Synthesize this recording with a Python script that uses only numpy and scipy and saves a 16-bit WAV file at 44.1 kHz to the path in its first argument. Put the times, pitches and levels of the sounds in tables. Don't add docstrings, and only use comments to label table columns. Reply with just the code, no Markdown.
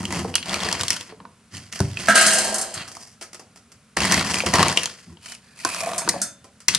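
import sys
import numpy as np
from scipy import signal
from scipy.fft import rfft, irfft
from scipy.io import wavfile
from scipy.ndimage import uniform_filter1d

SR = 44100
rng = np.random.default_rng(int(sys.argv[2]) if len(sys.argv) > 2 else 0)


def wrap_up_sound(samples):
    columns = np.atleast_2d(samples).T
    tamed = np.clip(columns, -1, 1)
    steps = np.round(tamed * 32767).astype(np.int16)
    wavfile.write(sys.argv[1], SR, steps)


N = 298998

# (frequency [Hz], level [dB])
CRUNCH = [(500, -23), (1000, -7), (1300, -2.5), (2000, -0.5), (2450, -3), (2900, -2.5), (3700, -7),
          (4500, 0.5), (6500, -30.5)]
FIZZ = [(2000, -33), (3700, -9.5), (4600, -1), (5800, 0.5), (7500, -3.5), (10000, -6), (16000, -8.5)]
SCOOP = [(30, -52), (150, -18), (280, 1), (430, -2), (560, 2), (700, 4), (850, 2.5), (1030, 2.5),
         (1250, -6.5), (1900, -43)]
STEEL_FIZZ = [(1500, -41.5), (3700, -7.5), (4600, -2.5), (6200, 6.5), (8000, 6.5), (9600, 7.5), (16000, -9)]
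# (start [s], attack [s], hold [s], settling t60 [s], crunch level [dB],
#  then relative to crunch: fizz [dB], scoop hollow [dB], bin boom [dB])
DIGS = [(-0.01, 0.0033, 0.2, 0.61, -39, 1, 1, 11.5), (0.09, 0.044, 0.016, 0.24, -27, -1, -1, -4),
        (0.23, .015, .025, 0.16, -48.5, -24, 5.5, 17), (0.43, .08, 0.23, .4, -29, -3.5, -2.5, -5.5),
        (0.78, 0.013, 0.133, 0.4, -32, 1, -7.5, -9.5), (1.08, 0.022, 0.022, 0.061, -44, -10, -3.5, -2.5),
        (1.16, 0.019, 0.091, 0.23, -73.5, -12, 15, 23.5), (1.505, 0.038, 0.04, 0.34, -39.5, 0.5, -9, -2.5),
        (1.715, 0.013, 0.041, 0.71, -36, 1.5, -10.5, -10.5), (1.92, 0.071, 0.13, 0.23, -33, 0, -7.5, -6),
        (2.73, 0.028, 0.025, 0.28, -30, -10, -9.5, -14), (2.93, 0.036, .13, 0.18, -52, 8, -5, -26),
        (3.965, 0.003, 0.23, 0.5, -23, -3.5, -4.5, -3.5), (4.23, 0.033, 0.14, 0.2, -28.5, 1, -4, -5.5),
        (4.455, 0.0069, 0.015, 0.27, -26, -1, -2, 2), (4.53, 0.0068, 0.098, 0.42, -20.5, -5.5, 0.5, -4.5),
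        (4.66, 0.032, 0.12, 0.62, -33.5, 0.5, -13, -14), (5.06, 0.022, 0.046, 0.16, -71, 8, 11.5, 29),
        (6.68, 0.0068, 0.058, 0.28, -31, -4, -12.5, -9.5)]
# (the eight columns of DIGS, chatter pitch [Hz])
SLIDES = [(5.201, 0.081, 0.052, 0.14, -41, 4, -13.5, -18, 3000),
          (5.41, .03, 0.15, 0.32, -55.5, -0.5, -16, -15, 1700),
          (5.551, 0.056, 0.073, .3, -42, 3, -18, -11, 2500),
          (5.63, 0.031, 0.14, 0.44, -32, 2, -6, -19, 2500),
          (5.76, 0.061, .17, 0.37, -38, -3, 9.5, -3.5, 1200),
          (6.031, 0.02, .14, 0.35, -41.5, -1, -8, 6, 1700)]
# (frequency [Hz], level [dB], t60 [s])
BOWL_HOLLOW = [(215.3, -4.5, 0.16), (258, -11.5, .13), (566.4, 0, 0.071), (640.7, 3, .15), (675, 0, 0.12),
               (710.8, 7.5, 0.048), (777, -2, 0.047), (985, -11.5, 0.29)]
# (level [dB], hold [s], t60 [s])
POUR_WALL = (-15, 0.036, 1)
POUR_START_S = 2.14


def amp(db):
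    return 10 ** (np.asarray(db) / 20)


def seconds(length):
    return np.arange(int(length * SR)) / SR


def read(points, hz):
    f, value = np.transpose(points)
    return np.interp(np.log(hz + 1), np.log(f + 1), value)


def add(mix, s, sound):
    part = mix[:, max(round(s * SR), 0):][:, :sound.shape[1]]
    part += sound[:, :part.shape[1]]


def unit(x, over=None):
    return x / np.sqrt(np.mean(x[..., :over and int(over * SR)] ** 2) + 1e-20)


def steadied(x, size=1500):
    return x / np.sqrt(abs(uniform_filter1d((x ** 2).mean(0), size)) + 1e-12)


def through(x, response):
    return signal.oaconvolve(x, np.atleast_2d(response), axes=1)[:, :x.shape[1]]


def colour(x, points, size=4096):
    log_gain = np.log(amp(read(points, abs(np.fft.fftfreq(size, 1 / SR)))))
    spectrum = np.exp(np.conj(signal.hilbert(log_gain)))
    return through(x, np.fft.ifft(spectrum).real[:size // 2])


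def resonate(x, hz, q):
    return signal.lfilter(*signal.iirpeak(hz, q, SR), x)


def ports(x):
    # (frequency [Hz], correlation [0-1])
    likeness = [(60, .995), (560, .98), (1200, .93), (2500, .83), (5300, .72), (8000, .55), (11200, .3)]
    # (frequency [Hz], lead [rad])
    left_lead = [(1000, -0.017), (4000, -0.44), (7000, -1.2), (9500, 0.29), (12000, -0.79)]
    n = x.shape[1]
    hz = np.fft.rfftfreq(n, 1 / SR)
    a, b = rfft(x)
    alike = np.clip(read(likeness, hz), -1, 1)
    right = (alike * a + np.sqrt(1 - alike ** 2) * b) * np.exp(-1j * read(left_lead, hz))
    return irfft(np.array([a, right]), n)


def port_noise(n):
    return ports(rng.standard_normal((2, n)))


def ring(modes, apart=.3, scatter_db=1.5):
    t, out = seconds(.6), 0
    for hz, db, t60 in modes:
        phase = rng.uniform(0, 2 * np.pi) + apart * rng.standard_normal((2, 1))
        decay = amp(db + scatter_db * rng.standard_normal() - 60 * t / t60)
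        out = out + decay * np.sin(2 * np.pi * hz * t + phase)
    return out


def snap(decay, echo_db, echo_decay, size=4096):
    t = np.arange(size) / SR
    envelope = np.exp(-t / decay) + amp(echo_db) * np.exp(-t / echo_decay)
    burst = rng.standard_normal((2, size)) * envelope
    return ports(np.pad(burst, ((0, 0), (20, 20))))


def grains(per_s, spread_db, decay, tone_db, count=16):
    out = np.zeros((2, N))
    for hz in np.geomspace(1500, 9000, count):
        grain = snap(decay, echo_db=-12, echo_decay=.005, size=1024)
        tone = resonate(grain, hz, q=2.0)
        chance, size = rng.random(N) * SR * count / per_s, np.zeros(N)
        hit = chance < 1
        size[hit] = amp(spread_db * np.minimum(-np.log(chance[hit]), 4))
        out += through(size[None], unit(grain + amp(tone_db) * tone))
    return out


def swell(attack, hold, t60):
    t = seconds(1.5)
    settling = np.maximum(t - attack - hold, 0) / t60
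    return np.clip(t / attack, 0, 1) * amp(-60 * settling ** 1.1)


def levels(moves):
    power = np.zeros((4, N))
    for start, attack, hold, t60, db, fizz_db, hollow_db, boom_db, *_ in moves:
        gains = amp(db + np.array([0, fizz_db, hollow_db, boom_db]))
        add(power, start, np.outer(gains, swell(attack, hold, t60)) ** 2)
    return np.sqrt(power)


def stroke(moves, contacts, pellet_colour, fizz_colour, scoop_colour):
    # (frequency [Hz], level [dB])
    bin_boom = [(25, -33.5), (50, -25), (75, -5.5), (96, 0), (125, -8.5), (160, -0.5), (200, 2.5),
                (260, -4.5), (350, -8), (600, -53)]
    crunch, fizz, hollow, boom = levels(moves)
    wall = colour(contacts + .5 * contacts.std() * port_noise(N), bin_boom)
    out = crunch * steadied(colour(contacts, pellet_colour))
    out = out + fizz * steadied(colour(contacts, fizz_colour))
    out = out + hollow * steadied(colour(contacts, scoop_colour))
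    return out + boom * steadied(wall, size=2400)


def surges():
    t = np.arange(N) / SR
    surge = np.interp(t / .022, np.arange(N), np.clip(rng.standard_normal(N), -2, 2))
    return unit(amp(3 * surge))


def chatter(contacts):
    out = np.zeros((2, N))
    for start, attack, hold, t60, db, *_, hz in SLIDES:
        gain = amp(db - 5.5) * swell(attack, hold, t60)
        add(out, start, gain * steadied(resonate(contacts[:, :len(gain)], hz, q=22)))
    return out


def rustle():
    # (frequency [Hz], level [dB])
    loose_crunch = [(500, -5.5), (1100, 1), (1580, 0), (1900, -1), (2500, 8), (2900, -5), (3700, -3),
                    (4500, 4), (6500, -35)]
    loose_fizz = [(2000, -34), (3700, -12), (5000, -1), (7500, -2), (10000, 0), (16000, -5.5)]
    empty_scoop = [(30, -63), (150, -4), (300, -19), (520, -7), (620, 2), (685, 6), (750, 4), (840, -23),
                   (1000, -4), (1120, -5), (1300, -16), (1900, -19)]
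    packed = grains(per_s=900, spread_db=2.0, decay=0.00014, tone_db=1.0)
    loose = grains(per_s=400, spread_db=1.0, decay=0.000071, tone_db=0.0)
    digging = amp(-1.0) * surges() * stroke(DIGS, packed, CRUNCH, FIZZ, SCOOP)
    sliding = amp(-3.4) * stroke(SLIDES, loose, loose_crunch, loose_fizz, empty_scoop)
    return digging + sliding + chatter(loose)


def crack(db, fizz_db, hollow_db, pellet_hz):
    # (frequency [Hz], level [dB])
    scoop_modes = [(490, 9), (690, -1.5), (950, 9), (1060, 4.5), (1170, 7)]
    tick = colour(snap(decay=.0014, echo_db=-14, echo_decay=.008), FIZZ)
    body = colour(snap(decay=.0022, echo_db=-14, echo_decay=.008), CRUNCH)
    body = body + amp(18.0) * resonate(body, pellet_hz, q=10)
    knock = colour(snap(decay=0.0012, echo_db=-17.5, echo_decay=0.0042), SCOOP)
    knock = knock + sum(amp(mode_db) * resonate(knock, hz, q=21) for hz, mode_db in scoop_modes)
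    parts = [(body, 0), (tick, fizz_db), (knock, hollow_db - 5.5)]
    return amp(db) * sum(amp(part_db) * unit(part, over=0.0049) for part, part_db in parts)


def slips(count=8):
    slips_per_s, spread_db = 22, 2.5
    crunch, fizz, hollow, _ = 20 * np.log10(levels(DIGS + SLIDES) + 1e-9)
    out, pitches = np.zeros((2, N)), np.geomspace(1300, 3600, count)
    due = (rng.random(N) < slips_per_s / SR) & (crunch > -48)
    for i in np.flatnonzero(due):
        db, fizz_db, hollow_db = spread_db * (2 * rng.random(3) - 1) + [2, 0.5, 1.5]
        fizz_db += fizz[i] - crunch[i]
        hollow_db += hollow[i] - crunch[i]
        add(out, i / SR, crack(crunch[i] + db, fizz_db, hollow_db, rng.choice(pitches)))
    return out


def cracks():
    # (time [s], crunch level [dB], fizz re crunch [dB], hollow setting re crunch [dB], pellet pitch [Hz])
    loud_cracks = [(0.0528, -24.5, -2.5, -29, 2990), (0.34, -26, -12, -6, 2920),
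                   (0.3539, -21, 10.5, -4.5, 3040), (0.3575, -16.5, -29.5, -26.5, 2890),
                   (0.3798, -26.5, -23, -14, 2960), (0.427, -28.5, -8, -27, 3070),
                   (0.494, -26.5, -3, -11, 3495), (0.5413, -22, 2, -3.5, 2400),
                   (0.603, -26.5, -4, -3, 3530), (0.687, -22.5, -2, -32, 1690), (0.8336, -27, 5.5, 3, 3340),
                   (0.7265, -25, 8, -1, 3273), (0.8099, -22.5, 2.5, -8, 3640),
                   (0.8814, -24, 6.5, -18, 3500), (0.9042, -22, 10, -18, 2280),
                   (0.9299, -30, 5.5, -22, 2720), (1.009, -34, 3, -1, 3360), (1.2012, -47.5, -19, 12, 1600),
                   (1.2515, -45, -29, 14.5, 1533), (1.7256, -35, 5.5, -12, 3140),
                   (1.803, -28.5, 6.5, 2, 1542), (1.971, -22.5, -18, -17.5, 2650),
                   (2.968, -44, 5, 12.5, 1230), (3.213, -42.5, -6, -16, 3000), (3.968, -22.5, -1, -1, 1897),
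                   (4.0542, -29, 8.5, -21, 2000), (4.121, -24, 13, -2, 1680), (4.142, -17.5, 3, -30, 2082),
                   (4.342, -20, 2, -5.5, 2620), (4.4029, -17, -15.5, -27, 2433),
                   (4.368, -24.5, -14, -3, 2520), (4.4625, -23.5, 3.5, -15, 2700),
                   (4.538, -17.5, 3.5, 5.5, 1900), (4.5551, -24, 9, 14, 1230), (4.584, -16, -7, -18, 1150),
                   (4.605, -29, -15, 18.5, 1700), (4.628, -12, -3.5, -11, 1120), (4.682, -23, 7, -2, 2350),
                   (4.7725, -10, -7, -8, 2960), (4.8325, -26.5, 5, -9, 2740), (4.857, -26, 7, -2.5, 3180),
                   (5.1704, -47, -26, 1, 3070), (5.649, -20.5, 4.5, -10, 1510),
                   (5.8049, -30.5, 6.5, 1, 2447), (6.0759, -25, -12.5, 7, 1470),
                   (6.0893, -29.5, 17, 4, 1816), (6.0924, -23.5, 12.5, -3, 2000),
                   (6.683, -17, 10.5, -7.5, 2048), (6.6866, -16.5, -2, -28, 2740),
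                   (6.748, -16, 4.5, -32, 3770), (6.753, -23.5, 2, -10, 3560)]
    out = np.zeros((2, N))
    for s, *sound in loud_cracks:
        add(out, s, crack(*sound))
    return out


def bumps():
    # (time [s], level [dB], frequency of the mode that answers [Hz])
    scoop_bumps = [(0.2463, -25.5, 448), (0.271, -35, 498), (0.545, -30, 567), (0.6573, -27.5, 436),
                   (0.728, -32, 514), (1.098, -49, 432), (1.122, -37, 444), (1.802, -19.5, 384),
                   (3.97, -23.5, 668), (4.2153, -31, 950.4), (4.435, -21.5, 512), (4.445, -37, 466),
                   (5.649, -19, 1057), (5.652, -26.5, 261), (5.826, -27, 680.7), (5.87, -22.5, 697),
                   (6.076, -27, 330), (6.139, -26, 572), (6.1592, -30.5, 712)]
    out = np.zeros((2, N))
    for s, db, hz in scoop_bumps:
        knock = colour(snap(decay=0.0016, echo_db=-9.5, echo_decay=0.013), SCOOP)
        add(out, s, amp(db) * unit(knock + amp(17) * resonate(knock, hz, q=17), over=0.0039))
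    return out


def knocks():
    # (time [s], level [dB])
    wall_knocks = [(0.804, -32.5), (1.535, -35), (1.803, -15), (2.756, -40.5), (3.758, -55.5), (4.584, -21),
                   (5.067, -51), (5.65, -45), (6.073, -37.5), (6.685, -41), (6.75, -38)]
    # (frequency [Hz], level [dB], t60 [s])
    wall_modes = [(72, -19, .25), (98, -1, .27), (122, -8, .24), (149, -4, .25), (197, -4, .13),
                  (218, -18, .26), (285, -15, .24)]
    soft_onset = 1 - np.exp(-seconds(.6) / 0.0086)
    out = np.zeros((2, N))
    for s, db in wall_knocks:
        boom = unit(ring(wall_modes, apart=0.097, scatter_db=-1.5), over=0.07)
        add(out, s, amp(db) * boom * soft_onset)
    return out


def bare_steel(s):
    return np.clip(np.interp(s, [2.12, 2.35, 2.6], [.65, .4, .08]), 0, 1)


def steel_ring(t60_at_1k, tilt_db, evenness):
    # (frequency [Hz], level before evening and tilt [dB])
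    wall_modes = [(963.6, -43.5), (1287, -23), (1448, -37.5), (1599, -16), (1723, -32), (1798, -42),
                  (1906, -48), (1970, -48.5), (2159, -36), (2315, -41), (2859, -31.5), (2929, -33),
                  (3004, -39.5), (3391, -34.5), (3505, -46), (3671, -48.5), (3957, -33.5), (4167, -42)]
    mean_db = np.mean([db for hz, db in wall_modes])
    modes = []
    for hz, db in wall_modes:
        db = db + evenness * (mean_db - db) + tilt_db * np.log2(hz / 1000)
        t60 = t60_at_1k * (1000 / hz) ** 0.14
        partner_hz = hz * (1 + 0.026 * rng.standard_normal())
        modes += [(hz, db, t60), (partner_hz, db - 3, t60 / 2)]
    return ring(modes, apart=.18, scatter_db=3)


def shimmer(t60, crowd_db, count=70):
    # (frequency [Hz], level [dB], t60 [s])
    top_modes = [(5394, -23.5, 0.27), (6400, -16.5, 0.24), (7400, -3.5, 0.18), (7730, -5.5, 0.28),
                 (8650, -4, 0.16), (10100, -15, 0.17)]
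    crowd = [(hz, crowd_db, t60) for hz in rng.uniform(4200, 11500, count)]
    return ring(crowd + list(top_modes), apart=.37, scatter_db=3)


def strikes(top):
    # (time [s], strength [dB])
    landings = [(2.0844, -12), (2.0966, -14.5), (2.1544, -9.5), (2.1752, -15), (2.212, -12), (2.2646, -12),
                (2.3346, -17.5), (2.3839, -19), (2.4458, -27.5), (2.543, -22.5), (2.5826, -26),
                (2.6127, -25), (2.7399, -32), (5.9798, -23.5), (6.2159, -21.5)]
    # (on steel [dB], on pellets [dB])
    land_ring = (0.1, -14.5)
    land_splash = (-13, 0.1)
    land_hollow = (-7.5, -21)
    # (frequency [Hz], level [dB])
    dull_clang = [(700, -34), (1100, -27), (1300, 5), (1600, 4), (1900, 0.5), (2500, -13), (2900, -13.5),
                  (3700, -13), (6000, -29)]
    # (frequency [Hz], level [dB], t60 [s])
    rim_note = (3580, -22.5, .5)
    cover_s = .15
    out = np.zeros((2, N))
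    for s, db in landings:
        bare, covered = bare_steel(s), 1 - np.exp(-(s - landings[0][0]) / cover_s)
        ring_db, splash_db, hollow_db = (db + on_steel + covered * (on_pellets - on_steel)
                                         for on_steel, on_pellets in (land_ring, land_splash, land_hollow))
        wall = unit(steel_ring(t60_at_1k=.26, tilt_db=-7, evenness=.1), over=.015)
        clang = unit(colour(snap(decay=0.044, echo_db=0.5, echo_decay=0.037), dull_clang), over=0.038)
        splash = colour(snap(decay=0.01, echo_db=-10.5, echo_decay=0.024), STEEL_FIZZ)
        add(out, s, amp(ring_db + 0.2) * np.sqrt(bare) * wall)
        add(out, s, amp(ring_db - 1.0) * np.sqrt(1 - bare) * clang)
        add(out, s, amp(splash_db + 0.5) * unit(splash, over=0.021))
        if s > POUR_START_S + POUR_WALL[2]:
            add(out, s, amp(splash_db) * ring([rim_note]))
        add(out, s, amp(splash_db - 2.5) * unit(top, over=.015))
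        add(out, s, amp(hollow_db + 5.0) * unit(ring(BOWL_HOLLOW, apart=.08), over=0.009))
    return out


def stream(db, hold, t60):
    gain = np.zeros((1, N))
    add(gain, POUR_START_S, amp(db) * swell(0.017, hold, t60)[None])
    return gain


def pour():
    # (level [dB], hold [s], t60 [s])
    pour_fizz = (-21, 0.16, 1)
    pour_hollow = (-30, 0.36, 0.79)
    contacts = grains(per_s=1500, spread_db=2.0, decay=0.00074, tone_db=0)
    bare = bare_steel(np.arange(N) / SR)
    steel = steadied(through(contacts, steel_ring(t60_at_1k=.35, tilt_db=2, evenness=.45)))
    heap = steadied(colour(contacts, CRUNCH))
    middle = np.sqrt(bare) * steel + np.sqrt(1 - bare) * heap
    treble = amp(-3.5) * steadied(through(contacts, shimmer(t60=0.31, crowd_db=-10.5)))
    treble = treble + steadied(colour(contacts, STEEL_FIZZ))
    low = amp(-2.0) * steadied(through(contacts, ring(BOWL_HOLLOW, apart=0.071)))
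    low = low + amp(-5.5) * steadied(colour(contacts, SCOOP))
    return stream(*POUR_WALL) * middle + stream(*pour_fizz) * treble + stream(*pour_hollow) * low


def bites():
    # (time [s], crunch setting [dB], hollow of the bowl re crunch [dB])
    dog_bites = [(2.877, -43, -7), (2.9154, -42.5, -8), (2.9505, -43, -8), (3.211, -42, -1.5),
                 (3.2237, -39, -14), (3.33, -42.5, -5), (3.345, -42.5, -6), (3.3944, -46.5, 2.5),
                 (3.5587, -50, 0), (3.5726, -52, -6), (3.7179, -51, -7.5), (6.4415, -52.5, 1.5),
                 (6.603, -48, -20)]
    out = np.zeros((2, N))
    for s, db, hollow_db in dog_bites:
        crumble = snap(decay=.0033, echo_db=3, echo_decay=.016)
        unevenness = unit(uniform_filter1d(rng.standard_normal(crumble.shape[1]), size=50))
        crumble = crumble * amp(3.6 * unevenness)
        parts = [(CRUNCH, 0), (FIZZ, 5.5), (SCOOP, hollow_db)]
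        bite = sum(amp(part_db) * unit(colour(crumble, points), over=0.005) for points, part_db in parts)
        add(out, s, amp(db + 0.15) * bite)
    return out


def at_scoop(x):
    # (time [s], left over right [dB])
    scoop_pan = [(0, -0.5), (0.7, 1.5), (1.9, -2), (4.7, 1), (5.7, -1), (6.7, 4)]
    pan_db = np.interp(np.arange(N) / SR, *np.transpose(scoop_pan))
    return x * amp([pan_db / 2, -pan_db / 2])


def room(x):
    # (frequency [Hz], t60 [s])
    room_decay = [(100, 0.56), (700, 0.41), (2000, 0.27), (5000, 0.27), (12000, 0.21)]
    hz, t, z = signal.stft(port_noise(SR // 2), SR, nperseg=256)
    tail = signal.istft(z * amp(-60 * t / read(room_decay, hz)[:, None]), SR, nperseg=256)[1]
    tail = tail * np.clip(np.arange(tail.shape[1]) / SR / 0.0011, 0, 1)
    return through(x, tail / np.linalg.norm(tail[0]))


def room_floor():
    # (frequency [Hz], relative level per Hz [dB])
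    floor_colour = [(15, -41), (25, -17.5), (93, -1), (190, -1.5), (228, 1.5), (344, -20.5), (412, -11),
                    (867, -19.5), (1380, -13.5), (1780, -18.5), (2620, -18), (3060, -21), (11600, -22),
                    (15100, -59), (22000, -120)]
    return amp(-54.5) * unit(colour(port_noise(N), floor_colour))


def scene():
    near = at_scoop(rustle() + amp(1.0) * cracks() + slips()) + bumps() + knocks()
    far = strikes(shimmer(t60=0.15, crowd_db=-17)) + pour() + amp(1.0) * bites()
    return near + far + room(amp(-10.5) * near + amp(-6.0) * far) + room_floor()


def record(dry):
    # (frequency [Hz], level [dB])
    mic_response = [(20, -13), (70, -1.5), (9700, -1), (10500, -4), (11500, -10), (13000, -20),
                    (16000, -38)]
    heard = colour(dry, mic_response)
    heard = heard / (1 + (heard / 1.05) ** 6) ** (1 / 6)
    band_limit = signal.firwin(255, 15900, window=("kaiser", 8), fs=SR)
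    return signal.oaconvolve(heard, band_limit[None], "same")


dry = scene()
out = record(dry)
wrap_up_sound(out)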